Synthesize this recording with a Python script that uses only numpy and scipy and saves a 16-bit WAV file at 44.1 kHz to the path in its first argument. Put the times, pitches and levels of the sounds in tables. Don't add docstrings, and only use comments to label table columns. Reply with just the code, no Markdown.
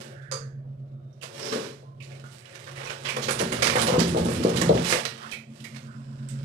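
import sys
import numpy as np
from scipy import signal
from scipy.fft import rfft, irfft
from scipy.io import wavfile

SR = 44100
rng = np.random.default_rng(int(sys.argv[2]) if len(sys.argv) > 2 else 0)


def generate_wav(sig):
    pcm = np.round(np.clip(np.atleast_2d(sig).T, -1, 1) * 32767).astype(np.int16)
    wavfile.write(sys.argv[1], SR, pcm)


N = 284400
T = np.arange(N) / SR


def undb(db):
    return 10 ** (np.asarray(db) / 20)


def unit(x):
    return x / np.sqrt(np.mean(x ** 2))


def curves(rows):
    s, *columns = np.transpose(rows)
    return [np.interp(T, s, c) for c in columns]


def swell(from_s, to_s, rise_db_per_s, fall_db_per_s):
    rise_db = rise_db_per_s * (T - from_s)
    fall_db = fall_db_per_s * (to_s - T)
    return undb(np.minimum(0, np.minimum(rise_db, fall_db)))


def colour(x, points):
    hz, db = np.transpose(points)
    f = np.fft.rfftfreq(N, 1 / SR)
    gain = undb(np.interp(np.log(f + 1), np.log(hz), db))
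    return unit(irfft(rfft(x) * gain, N))


def band(x, hz, kind, order=2):
    sos = signal.butter(order, np.minimum(hz, SR / 2 - 1), kind, fs=SR, output="sos")
    return signal.sosfilt(sos, x)


def noise_band(n, low_hz, high_hz, order=2):
    return unit(band(rng.standard_normal(n), [low_hz, high_hz], "band", order))


def fade(t, t60):
    return np.exp(-np.log(1000) * t / t60)


def ring(modes, t):
    return sum(undb(db) * fade(t, t60) * np.cos(2 * np.pi * hz * t) for hz, t60, db in modes)


def add(track, s, sound):
    i = int(s * SR)
    track[:, i:i + sound.shape[1]] += sound[:, :N - i]


def diffuse(n, apart_hz=750):
    mid, side = rfft(rng.standard_normal((2, n)))
    alike = np.exp(-(np.fft.rfftfreq(n, 1 / SR) / apart_hz) ** 2)
    shared = mid * np.sqrt((1 + alike) / 2)
    opposed = np.outer([1, -1], side * np.sqrt((1 - alike) / 2))
    return irfft(shared + opposed, n)


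def droplets(n, per_s, spread_db):
    size = undb(spread_db * np.minimum(rng.exponential(size=n), 4.5))
    sign = rng.uniform(-1.0, 1, n)
    return unit(sign * size * (rng.random(n) < per_s / SR))


# nominal delay in seconds, gain (a factor).
WALL_ECHOES = [(.0063, 0.43), (.0088, -0.19), (0.018, 0.26), (0.019, -0.2)]
# frequency in Hz, relative level in dB.
STANDING_WAVES = [(125.5, -51.5), (172, -45.5), (230, -44.5), (317, -73), (378, -49.5), (455, -49),
                  (495, -52)]
STANDING_WAVE_T60_S = .5


def bathroom(shift, low_t60=0.13, mid_t60=0.32, high_t60=0.28, tail_db=1, mode_db=-2):
    t = T[:SR * 2 // 5]
    noise = diffuse(len(t))
    low, below = band(noise, 740, "low"), band(noise, 8300, "low")
    tail = low * fade(t, low_t60) + (below - low) * fade(t, mid_t60) + (noise - below) * fade(t, high_t60)
    tail *= 1 - np.exp(-t / 0.0042)
    response = undb(tail_db) * unit(tail) / np.sqrt(len(t))
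    response[:, 0] += 1
    for delay, gain in WALL_ECHOES:
        delays = delay * (1 + shift * rng.uniform(-1, 1, 2))
        response[[0, 1], (delays * SR).astype(int)] += gain
    modes = [(hz, STANDING_WAVE_T60_S, db) for hz, db in STANDING_WAVES]
    response += undb(mode_db) * ring(modes, t)
    return unit(response) / np.sqrt(len(t))


def in_room(x, room):
    return signal.fftconvolve(x[None], room)[:, :N]


def play(rows, voice, rooms):
    out, t = np.zeros((2, N)), T[:SR // 6]
    for k, (s, *row) in enumerate(rows):
        add(out, s, in_room(voice(t, *row), rooms[k % len(rooms)]))
    return out


def roaming(x, rooms, count=90):
    out, size = np.zeros((2, N)), N // count
    for k in range(count):
        stretch = x[k * size:(k + 1) * size]
        add(out, k * size / SR, in_room(stretch, rooms[k % len(rooms)]))
    return out


# time in seconds, relative hum level in dB,
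# relative overtone level in dB.
HUM_LEVELS = [(0, -54, -42.5), (.26, -42.5, -77), (.45, -37.5, -57.5), (.95, -39.5, -56.5),
              (1.3, -53.5, -72), (1.75, -53, -71), (2, -43.5, -61), (2.26, -44, -57), (2.52, -72, -78),
              (2.76, -42.5, -66), (3, -51, -68), (3.2, -39.5, -40.5), (5.25, -52, -52), (5.72, -43, -44.5),
              (5.94, -43.5, -45.5), (6.44, -33, -42)]
# time in seconds, beats done (a count).
BEAT_COUNT = [(-.08, -1), (1.14, 9), (1.23, 10), (2.43, 20), (2.535, 21), (3.13, 26), (5.23, 44),
              (5.94, 50), (6.53, 55)]
# time in seconds, exponent (0 steady, 1 full beat).
BEAT_DEPTH = [(0, .5), (1.1, .7), (1.8, .35), (3, .3), (5, 1.6), (5.4, 1.5), (5.85, .9), (6.1, .35),
              (6.45, .2)]
HUM_HZ, UNDER_HZ, OVERTONE_HZ = 135.5, 118.6, 224.7
BEAT_SKEW = .72


def machine(hum_db=2, under_db=-13, overtone_db=1, waver_db=-25, rattle_db=-11, left_lag_s=0.00005):
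    level_db, upper_db = curves(HUM_LEVELS)
    beats, = curves(BEAT_COUNT)
    depth, = curves(BEAT_DEPTH)
    swing = np.sin(np.pi * (np.floor(beats) + (beats % 1) ** BEAT_SKEW))
    t = T - np.array([[left_lag_s], [0]])
    tones = np.sin(2 * np.pi * HUM_HZ * t) + undb(under_db) * np.sin(2 * np.pi * UNDER_HZ * t)
    waver = undb(waver_db) * noise_band(N, 100, 165, order=3)
    rattle = undb(rattle_db) * noise_band(N, 195, 275, order=3)
    hum = np.abs(swing) ** depth * tones + waver
    overtone = swing * (np.sin(2 * np.pi * OVERTONE_HZ * t) + rattle)
    return np.sqrt(2) * (undb(level_db + hum_db) * hum + undb(upper_db + overtone_db) * overtone)


# frequency in Hz, relative level in dB.
STILL_AIR_SPECTRUM = [(15, -64), (25, -23), (64, -26), (106, 2), (135, 6.5), (163, -6.5), (191, -6.5),
                      (264, -26), (350, -8.5), (470, -20), (560, -11.5), (700, -14), (860, -27.5),
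                      (1390, -26), (1630, -36), (15000, -78)]


def still_air(level_db=-53):
    return undb(level_db) * colour(diffuse(N), STILL_AIR_SPECTRUM)


# frequency in Hz, relative level in dB.
RUSTLE_SPECTRUM = [(410, -67), (700, 4), (801, -12), (876, 6.5), (950, -6.5), (1050, -1.5), (1770, -1),
                   (3060, -1.5), (6000, -16), (7800, -46), (13200, -120)]
MIST_SPECTRUM = [(2350, -12.5), (4000, -2.5), (4350, -3.5), (4480, -1.5), (5460, 0.5), (5810, -2.5),
                 (8550, -0.5), (10400, -7.5), (15500, -21)]
SWISH_SPECTRUM = [(160, -23), (270, -12), (312, -9), (355, 4), (453, -2.5), (495, -7), (548, 6),
                  (680, -11.5), (880, -7.5), (1500, -120)]
# time in seconds, relative effort in dB.
SHAKE_EFFORT = [(2.4, -81), (2.48, -58.5), (3.248, -45), (3.5, -43), (3.61, -39), (3.8, -34.5),
                (4.1, -42.5), (4.29, -40), (4.82, -41)]
# start in seconds, end in seconds,
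# relative rustle level in dB, relative mist level in dB, relative swish level in dB.
COAT_STIRS = [(0, 0.006, -50.5, -51, -50.5), (.088, .13, -64, -86, -53), (1.394, 1.553, -48.5, -50.5, -45),
              (2.085, 2.197, -59, -65, -55), (2.333, 2.365, -60, -57, -63), (2.5, 2.704, -76, -61, -63),
              (4.906, 4.946, -33.5, -37.5, -39), (5.146, 5.292, -51.5, -59, -60),
              (5.58, 5.818, -61, -61.5, -93), (5.946, 6.25, -66.5, -74, -72), (6.306, 6.464, -62, -66, -60)]
STIR_RISE_DB_PER_S, STIR_FALL_DB_PER_S = 153, 108


def coat(rooms, rustle_db=3, mist_db=-1, swish_db=-2, stir_db=5, rest_rustle_db=-75, rest_mist_db=-83,
         clump_db=4):
    effort_db, = curves(SHAKE_EFFORT)
    shake = undb(effort_db) * swell(SHAKE_EFFORT[0][0], SHAKE_EFFORT[-1][0], rise_db_per_s=151, fall_db_per_s=76)
    rustle = undb(rest_rustle_db) + undb(rustle_db) * shake
    mist = undb(rest_mist_db) + undb(mist_db) * shake
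    swish = undb(swish_db) * shake
    for from_s, to_s, hair_db, fine_db, body_db in COAT_STIRS:
        stir = swell(from_s, to_s, STIR_RISE_DB_PER_S, STIR_FALL_DB_PER_S)
        rustle = np.hypot(rustle, undb(hair_db + stir_db) * stir)
        mist = np.hypot(mist, undb(fine_db + stir_db) * stir)
        swish = np.hypot(swish, undb(body_db) * stir)
    clumps = undb(clump_db * np.tanh(unit(band(rng.standard_normal(N), 33, "low"))))
    patter = roaming(clumps * droplets(N, per_s=700, spread_db=1.5), rooms)
    hair_and_spray = rustle * colour(patter, RUSTLE_SPECTRUM) + mist * colour(patter, MIST_SPECTRUM)
    return hair_and_spray + swish * colour(diffuse(N), SWISH_SPECTRUM)


# middle in seconds, half length in seconds, centre in Hz,
# width in Hz, level in dB.
FAINT_HISSES = [(0.25, 0.23, 1630, 380, -48), (1, 0.19, 1240, 330, -71), (1.9, 0.089, 1040, 56, -60.5),
                (2.556, 0.17, 2100, 950, -50.5), (5.25, 0.044, 1350, 600, -39),
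                (5.92, .075, 1390, 350, -50), (6.3, 0.56, 5120, 590, -66), (6, 0.7, 7760, 1500, -68),
                (6.32, .3, 1470, 310, -57.5), (6.05, 0.42, 1030, 110, -61.5)]


def hisses():
    out = np.zeros(N)
    for s, half, hz, width, db in FAINT_HISSES:
        envelope = np.exp(-((T - s) / half) ** 2)
        out += undb(db) * envelope * noise_band(N, hz - width / 2, hz + width / 2)
    return out


# start in seconds, relative level in dB, settled pitch in Hz,
# after-ring t60 in seconds, splash in dB relative to the ring.
DROP_AND_CLAW_TICKS = [(0.2212, -56, 3340, .02, -9), (1.078, -69.5, 1444, 0.069, -25),
                       (1.1293, -62, 5500, 0.045, -14), (2.0247, -43.5, 3960, 0.039, -7),
                       (2.1184, -43.5, 2240, 0.04, -17), (2.2402, -41, 1350, 0.039, -16),
                       (2.8485, -39.5, 5530, 0.066, -10), (2.905, -35, 1456, 0.083, -12),
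                       (3.817, -26, 9600, 0.12, -22), (5.2658, -39.5, 1700, 0.026, -15),
                       (5.7464, -42, 2110, 0.037, -9.5), (6.2876, -40, 7770, 0.06, -7)]


def tick(t, db, hz, t60, splash_db, gain_db=6, width=0.11, blur_db=-2, pop_t60=0.014, sag=0.06, sag_s=0.0034):
    phase = 2 * np.pi * np.cumsum(hz * (1 + sag * np.exp(-t / sag_s))) / SR
    blur = unit(band(rng.standard_normal(len(t)), width * hz, "low"))
    size = 2 * fade(t, pop_t60) + undb(blur_db) * blur * fade(t, t60)
    splash = noise_band(len(t), 1500, 9000, order=3) * fade(t, 0.17)
    return undb(db + gain_db) * (size * np.sin(phase) + undb(splash_db) * splash)


# start in seconds, relative level in dB.
SNAP_EVENT = (.3142, -23.5)
# frequency in Hz, t60 in seconds, relative level in dB.
SNAP_RESONANCES = [(530, 0.03, -9.5), (1240, 0.01, 3), (1700, 0.0027, -17), (3440, 0.0066, -16),
                   (4730, 0.0088, 2), (6250, 0.0055, 2.5), (6650, 0.005, -9), (10200, 0.0022, -4)]


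def snap(t, db, scatter_db=-22, scatter_t60=0.18, crack_db=8, crack_t60=0.0094):
    push = undb(scatter_db) * droplets(len(t), per_s=1200, spread_db=5.0) * fade(t, scatter_t60)
    push[0] += .5
    crack = undb(crack_db) * droplets(len(t), per_s=18000, spread_db=4.5) * fade(t, crack_t60)
    rung = signal.fftconvolve(push, ring(SNAP_RESONANCES, t))[:len(t)]
    return undb(db) * band(rung + crack, [300, 9500], "band", order=5)


# start in seconds, relative level in dB,
# pitch in Hz, flutter in dB, clap in dB and wet smack in dB, these three relative to the puff or thud.
SKIN_THUMPS = [(.643, -50, 560, -13, -5, -21), (1.557, -27, 454, -7, 0.5, -16),
               (1.827, -47, 546, -11, -2, -22), (3.166, -27.5, 476, -10, -8, -9),
               (3.285, -24.5, 450, -10, -4.5, -8), (3.401, -23, 444, -4, -4, -14),
               (3.428, -19, 194, -13, -22, -16), (3.523, -28.5, 256, -1, 3, -8),
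               (3.66, -24, 425, -7, -7, -12), (3.754, -15, 537, -4.5, -17, -6),
               (3.882, -17, 507, -2, -13, -8.5), (3.921, -21.5, 168, -18, 5.5, -7),
               (3.938, -17.5, 500, -5.5, -14, -10), (3.98, -11, 208, -10, -7, -22),
               (3.999, -13.5, 226, -16, -16, -28), (4.039, -19, 195, -9, -20, -19),
               (4.126, -20.5, 161, -12, -20, -26), (4.146, -16.5, 486, -9.5, -8, -17),
               (4.163, -15.5, 500, -12.5, -2, -27), (4.198, -20.5, 175, -3, -12, -25),
               (4.255, -19.5, 164, -25, 1, -8.5), (4.286, -21.5, 400, -7.5, -17, -21),
               (4.327, -22, 165, -20, -12, -24), (4.4, -21, 238, -15, -20, -24),
               (4.448, -12.5, 279, -16, 1, -16), (4.463, -16.5, 334, -8, -8, -20),
               (4.499, -20, 190, -8, -5, -11), (4.545, -26, 183, -12, -10, -22),
               (4.584, -23, 180, -21, -18, -24), (4.616, -20.5, 170, -4.5, 0, -8),
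               (4.638, -21, 169, -16, -12, -20), (4.674, -16.5, 170, -18, -16, -21),
               (4.693, -9, 433, -11, -8.5, -16.5), (4.699, -14, 202, -18, -23, -26),
               (4.722, -22, 484, -11, -8, -22), (4.749, -18.5, 198, -15, 1.5, -18),
               (4.772, -27, 450, -5, -12, -24), (4.795, -19, 173, -16, -20, -26),
               (4.832, -24, 168, -22, -26, -28), (4.924, -22, 455, 1, -8, -14)]


def thump(t, db, hz, flutter_db, clap_db, smack_db, gain_db=2, flutter_s=0.011, clap_hz=560, smack_s=0.015):
    puff, clap = ((1 - 2 * u ** 2) * np.exp(-u ** 2) for u in np.pi * np.outer([hz, clap_hz], t - .002))
    flutter = noise_band(len(t), 0.78 * hz, 2.0 * hz, order=3) * np.exp(-t / flutter_s)
    wet = droplets(len(t), per_s=1400, spread_db=2.5)
    smack = unit(band(wet, [700, 1300], "band", order=3)) * np.exp(-t / smack_s)
    thud = band(puff + undb(clap_db) * clap + undb(flutter_db) * flutter, [90, 1200], "band")
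    return undb(db + gain_db) * (thud + undb(smack_db) * smack)


WHISTLE_HZ, WHISTLE_DB = 3677, -77.5
WHISTLE_FROM_S, WHISTLE_TO_S = 1, 1.3


def thin_whistle(width_hz=60):
    tone = noise_band(N, WHISTLE_HZ - width_hz / 2, WHISTLE_HZ + width_hz / 2)
    return undb(WHISTLE_DB) * swell(WHISTLE_FROM_S, WHISTLE_TO_S, rise_db_per_s=100, fall_db_per_s=150) * tone


# start in seconds, level in dB,
# first pitch in Hz, last pitch in Hz, length in seconds, scrape in dB relative to the tone.
PAW_SQUEAKS = [(1.2115, -34.5, 3250, 2250, 0.0117, -11), (2.001, -33.5, 2890, 2100, 0.01, -23),
               (2.008, -39, 3300, 2400, 0.011, -15), (2.86, -30.5, 2780, 2265, 0.03, -19),
               (3.05, -27.5, 3264, 2560, 0.016, -19), (3.085, -22, 2540, 2260, 0.0175, -14),
               (5.312, -32, 3440, 2870, 0.0115, 0), (5.321, -20, 2700, 2260, 0.0083, -14.5),
               (5.331, -21, 2544, 2000, 0.0073, -22), (5.64, -33.5, 2144, 1780, 0.012, -2.5),
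               (5.65, -30.5, 2470, 1950, 0.0086, -11)]


def squeak(t, db, from_hz, to_hz, length, scrape_db, rough=0.37, rough_hz=500):
    done = np.minimum(t / length, 1)
    phase = 2 * np.pi * np.cumsum(from_hz + (to_hz - from_hz) * done) / SR
    grip = 1 + rough * unit(band(rng.standard_normal(len(t)), rough_hz, "low", order=1))
    scrape = noise_band(len(t), 1400, 8500)
    return undb(db) * np.sin(np.pi * done) * (grip * np.sin(phase) + undb(scrape_db) * scrape)


def wet_grains(t, within_s, count=9, low_hz=1000, high_hz=7000, cycles=22, spread_db=4):
    out, u = np.zeros(len(t)), T[:SR // 40]
    for when, pitch, size in rng.random((count, 3)):
        hz = low_hz * (high_hz / low_hz) ** pitch
        i = int(min(when ** 2 * within_s, t[-1] / 2) * SR)
        plip = np.sin(2 * np.pi * hz * u) * fade(u, cycles / hz)
        out[i:i + len(u)] += undb(spread_db * (2 * size - 2.5)) * plip
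    return out


TUFT_DB, TUFT_HZ, DROP_DB, DROP_SPREAD_S = 4.5, 180, 0, .08
DROP_CEILING = 3.5


def slap(t, splash, body, spray, attack, length, pocket_hz, pocket_db, body_db=7.0, splash_db=-5, spray_db=7):
    dull, middle, fine = (droplets(len(t), per_s=3500, spread_db=1.5) for _ in range(3))
    sound = (undb(body + body_db) * unit(band(dull, [650, 2500], "band"))
             + undb(splash + splash_db) * unit(band(middle, [2300, 6500], "band"))
             + undb(spray + spray_db) * unit(band(fine, [6500, 11000], "band", order=3)))
    sound = sound + undb(pocket_db) * band(sound, [.89 * pocket_hz, 1.12 * pocket_hz], "band", order=1)
    unevenness = np.tanh(unit(band(rng.standard_normal(len(t)), TUFT_HZ, "low")))
    tufts = unit(undb(TUFT_DB * unevenness))
    envelope = (1 - np.exp(-t / attack)) * np.exp(-t / (attack + length))
    drops = undb((body + splash) / 2 + DROP_DB) * wet_grains(t, DROP_SPREAD_S)
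    crowd = DROP_CEILING * np.sqrt(np.mean(sound ** 2))
    return crowd * np.tanh(sound * tufts / crowd) * envelope + drops


# start in seconds, relative splash level in dB,
# relative body level in dB, relative spray level in dB, attack in seconds,
# length in seconds (added to the attack, the decay constant), air pocket in Hz, pocket gain in dB.
WET_SLAPS = [(1.222, -25, -38.5, -44.5, 0.0049, 0.016, 2420, -23),
             (1.5254, -42, -31, -58, 0.0015, 0.0049, 1140, 9),
             (2.454, -34.5, -52, -66, 0.00069, 0.0039, 2800, 11.5),
             (2.551, -31, -48.5, -58, 0.0028, 0.007, 1760, 7),
             (2.667, -36, -37.5, -58, 0.0074, 0.011, 1480, -1),
             (2.756, -43.5, -43.5, -62, 0.0011, 0.44, 1110, -13),
             (2.896, -24.5, -32, -55, 0.0022, 0.014, 3100, -2.5),
             (3.046, -24, -29.5, -55, 0.0087, 0.015, 3170, 5),
             (3.085, -22.5, -35, -41, 0.0047, 0.015, 2330, 10.5),
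             (3.1636, -24, -29, -41, 0.0011, 0.0079, 1270, 0),
             (3.216, -16.5, -37, -54, 0.012, 0.014, 4400, -11),
             (3.282, -17, -23, -35, 0.0061, 0.0097, 1320, -3),
             (3.3057, -19, -35, -32.5, 0.0011, 0.018, 9100, 1),
             (3.388, -15.5, -33, -38, 0.0026, 0.011, 4000, -8),
             (3.3985, -20.5, -26, -34, 0.002, 0.018, 1170, -10),
             (3.518, -18, -26.5, -32, 0.005, 0.011, 3740, -10),
             (3.6212, -10, -22.5, -33, 0.00092, 0.029, 4900, -10),
             (3.667, -8.5, -24, -29, 0.0017, 0.0074, 1830, 5),
             (3.698, -10.5, -29, -38, 0.0018, 0.0047, 2100, 8),
             (3.755, -26, -20.5, -28.5, .0014, .011, 1610, -1),
             (3.815, -11.5, -28, -35, 0.0014, 0.0095, 10100, -3),
             (3.866, -17.5, -29.5, -38, 0.0039, 0.027, 2970, -7),
             (3.988, -12.5, -27, -39, 0.0069, 0.019, 5160, -4),
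             (4.072, -23, -36, -39.5, 0.0083, 0.019, 8500, -4),
             (4.168, -24, -51, -39, 0.0036, 0.0092, 3720, 1),
             (4.245, -23, -50, -36, 0.0047, .008, 6500, -8),
             (4.293, -32, -37.5, -38.5, 0.0095, 0.032, 8060, -13),
             (4.432, -20.5, -34, -37, 0.0026, 0.0054, 4700, 2),
             (4.492, -16, -32, -34, 0.0013, 0.0047, 1950, -8),
             (4.56, -17.5, -32.5, -34.5, 0.0046, 0.019, 3450, -2.5),
             (4.6132, -10.5, -20.5, -27.5, 0.0024, 0.0039, 6760, -4),
             (4.689, -24, -49, -54, 0.0025, 0.005, 3970, 8),
             (4.774, -26, -33.5, -54, .001, 0.01, 3070, 4.5), (4.843, -22, -48, -46, .004, .02, 2300, 7),
             (4.9245, -14.5, -18.5, -40, 0.00093, 0.0043, 2100, 4.5),
             (5.052, -18, -31.5, -48, .0006, .011, 4200, -1),
             (5.6, -37.5, -64, -59, 0.0021, 0.0074, 2720, 6.5),
             (5.76, -30.5, -43, -74, 0.0035, 0.0051, 2770, -3)]


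def scattered(rooms, count=4, sweep_hz=90, gain_db=3):
    out, t = np.zeros((2, N)), T[:SR // 7]
    for k, (s, *row) in enumerate(WET_SLAPS):
        sound = undb(gain_db) * slap(t, *row)
        for spot in range(count):
            share = (1 + np.cos(2 * np.pi * (sweep_hz * t - spot / count))) / count
            add(out, s, in_room(share * sound, rooms[(k + spot) % len(rooms)]))
    return out


# frequency in Hz, relative level in dB.
NOSE_SPECTRUM = [(470, -43), (800, -8), (1050, 1.5), (1230, -2.5), (1590, 1), (1860, -2.5), (3620, -4),
                 (3990, -1.5), (4560, -5.5), (5290, -4.5), (6760, -9.5), (8030, -12), (12500, -22),
                 (13800, -36), (15000, -35)]
THROAT_SPECTRUM = [(76, -30), (130, 3.5), (162, -11), (227, 1), (302, -6.5), (449, 3), (498, -26),
                   (545, -5), (900, -34), (1170, -57), (1980, -120)]
SNUFFLE_FROM_S, SNUFFLE_TO_S, PUFF_S = 1.437, 1.666, 1.527


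def snuffle(hiss_db=-39, throat_db=-42, whistle_db=-38, whistle_hz=5300, puff_hiss_db=-34, puff_throat_db=-30):
    flow = swell(SNUFFLE_FROM_S, SNUFFLE_TO_S, rise_db_per_s=129, fall_db_per_s=131)
    drawn = swell(SNUFFLE_FROM_S, PUFF_S, rise_db_per_s=205, fall_db_per_s=150)
    puff = swell(PUFF_S, PUFF_S, rise_db_per_s=2000, fall_db_per_s=216)
    nose = (undb(hiss_db) * flow + undb(puff_hiss_db) * puff) * colour(diffuse(N), NOSE_SPECTRUM)
    throat = (undb(throat_db) * flow + undb(puff_throat_db) * puff) * colour(diffuse(N), THROAT_SPECTRUM)
    whistle = noise_band(N, .93 * whistle_hz, 1.07 * whistle_hz)
    return nose + throat + undb(whistle_db) * drawn * whistle


# frequency in Hz, relative level in dB.
TRUNK_SPECTRUM = [(41, -34), (58, -23), (70, -2.5), (91, -2), (105, -6.5), (124, 5), (145, -4), (172, -2.5),
                  (199, -5), (221, -6), (237, 4), (281, -15), (305, -33), (330, -3.5), (430, -28),
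                  (730, -120)]
TRUNK_JOINS_S, TRUNK_FROM_S, TRUNK_TO_S, TRUNK_RISE_DB_PER_S = 3.12, 3.84, 4.824, 70
SWINGS_PER_S, SLOWING_PER_S2 = 7.77, 2.8


def trunk(level_db=-32, swing_db=3.0):
    t = T - TRUNK_FROM_S
    swings = SWINGS_PER_S * t - SLOWING_PER_S2 * t ** 2 / 2
    twist = swell(TRUNK_FROM_S, TRUNK_TO_S, rise_db_per_s=29.0, fall_db_per_s=101)
    onset = undb(np.minimum(0, TRUNK_RISE_DB_PER_S * (T - TRUNK_JOINS_S)))
    pulse = undb(level_db + swing_db * np.cos(2 * np.pi * swings))
    return onset * twist * pulse * colour(diffuse(N), TRUNK_SPECTRUM)


FLING_S = 4.905


def fling(coarse_db=-25, fine_db=-26, coarse_lag_s=0.017):
    coarse = unit(band(diffuse(N), [1650, 5200], "band"))
    fine = unit(band(diffuse(N), [5100, 9600], "band"))
    coarse_s = FLING_S + coarse_lag_s
    early = swell(FLING_S, coarse_s, rise_db_per_s=298, fall_db_per_s=207)
    late = swell(coarse_s, coarse_s, rise_db_per_s=155, fall_db_per_s=188)
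    return undb(coarse_db) * late * coarse + undb(fine_db) * early * fine


WALL_SHIFT = .3


def scene(count=9):
    rooms = [bathroom(WALL_SHIFT) for _ in range(count)]
    close = [bathroom(0, low_t60=0.2, tail_db=2, mode_db=-1.5) for _ in range(count)]
    background = machine() + still_air() + hisses() + thin_whistle()
    impacts = (play(DROP_AND_CLAW_TICKS, tick, rooms) + play([SNAP_EVENT], snap, rooms)
               + play(SKIN_THUMPS, thump, close) + scattered(rooms))
    squeaks = play(PAW_SQUEAKS, squeak, rooms)
    return background + impacts + squeaks + coat(rooms) + snuffle() + trunk() + fling()


TOP_HZ = 15600


def record(dry, port_hz=560, port_width=0.38, covered_db=-1.5, open_db=1, leak_db=-46, hiss_db=-85):
    w = 2 * np.tan(np.pi * port_hz / SR) * SR
    cavity = signal.lfilter(*signal.bilinear([w * w], [1, port_width * w, w * w], SR), dry[0])
    left = undb(covered_db) * cavity - undb(leak_db) * dry[0]
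    ports = np.array([left, undb(open_db) * dry[1]])
    ports = ports + undb(hiss_db) * rng.standard_normal((2, N))
    return signal.sosfilt(signal.ellip(12, .2, 80, TOP_HZ, fs=SR, output="sos"), ports)


dry = scene()
out = record(dry)
generate_wav(out)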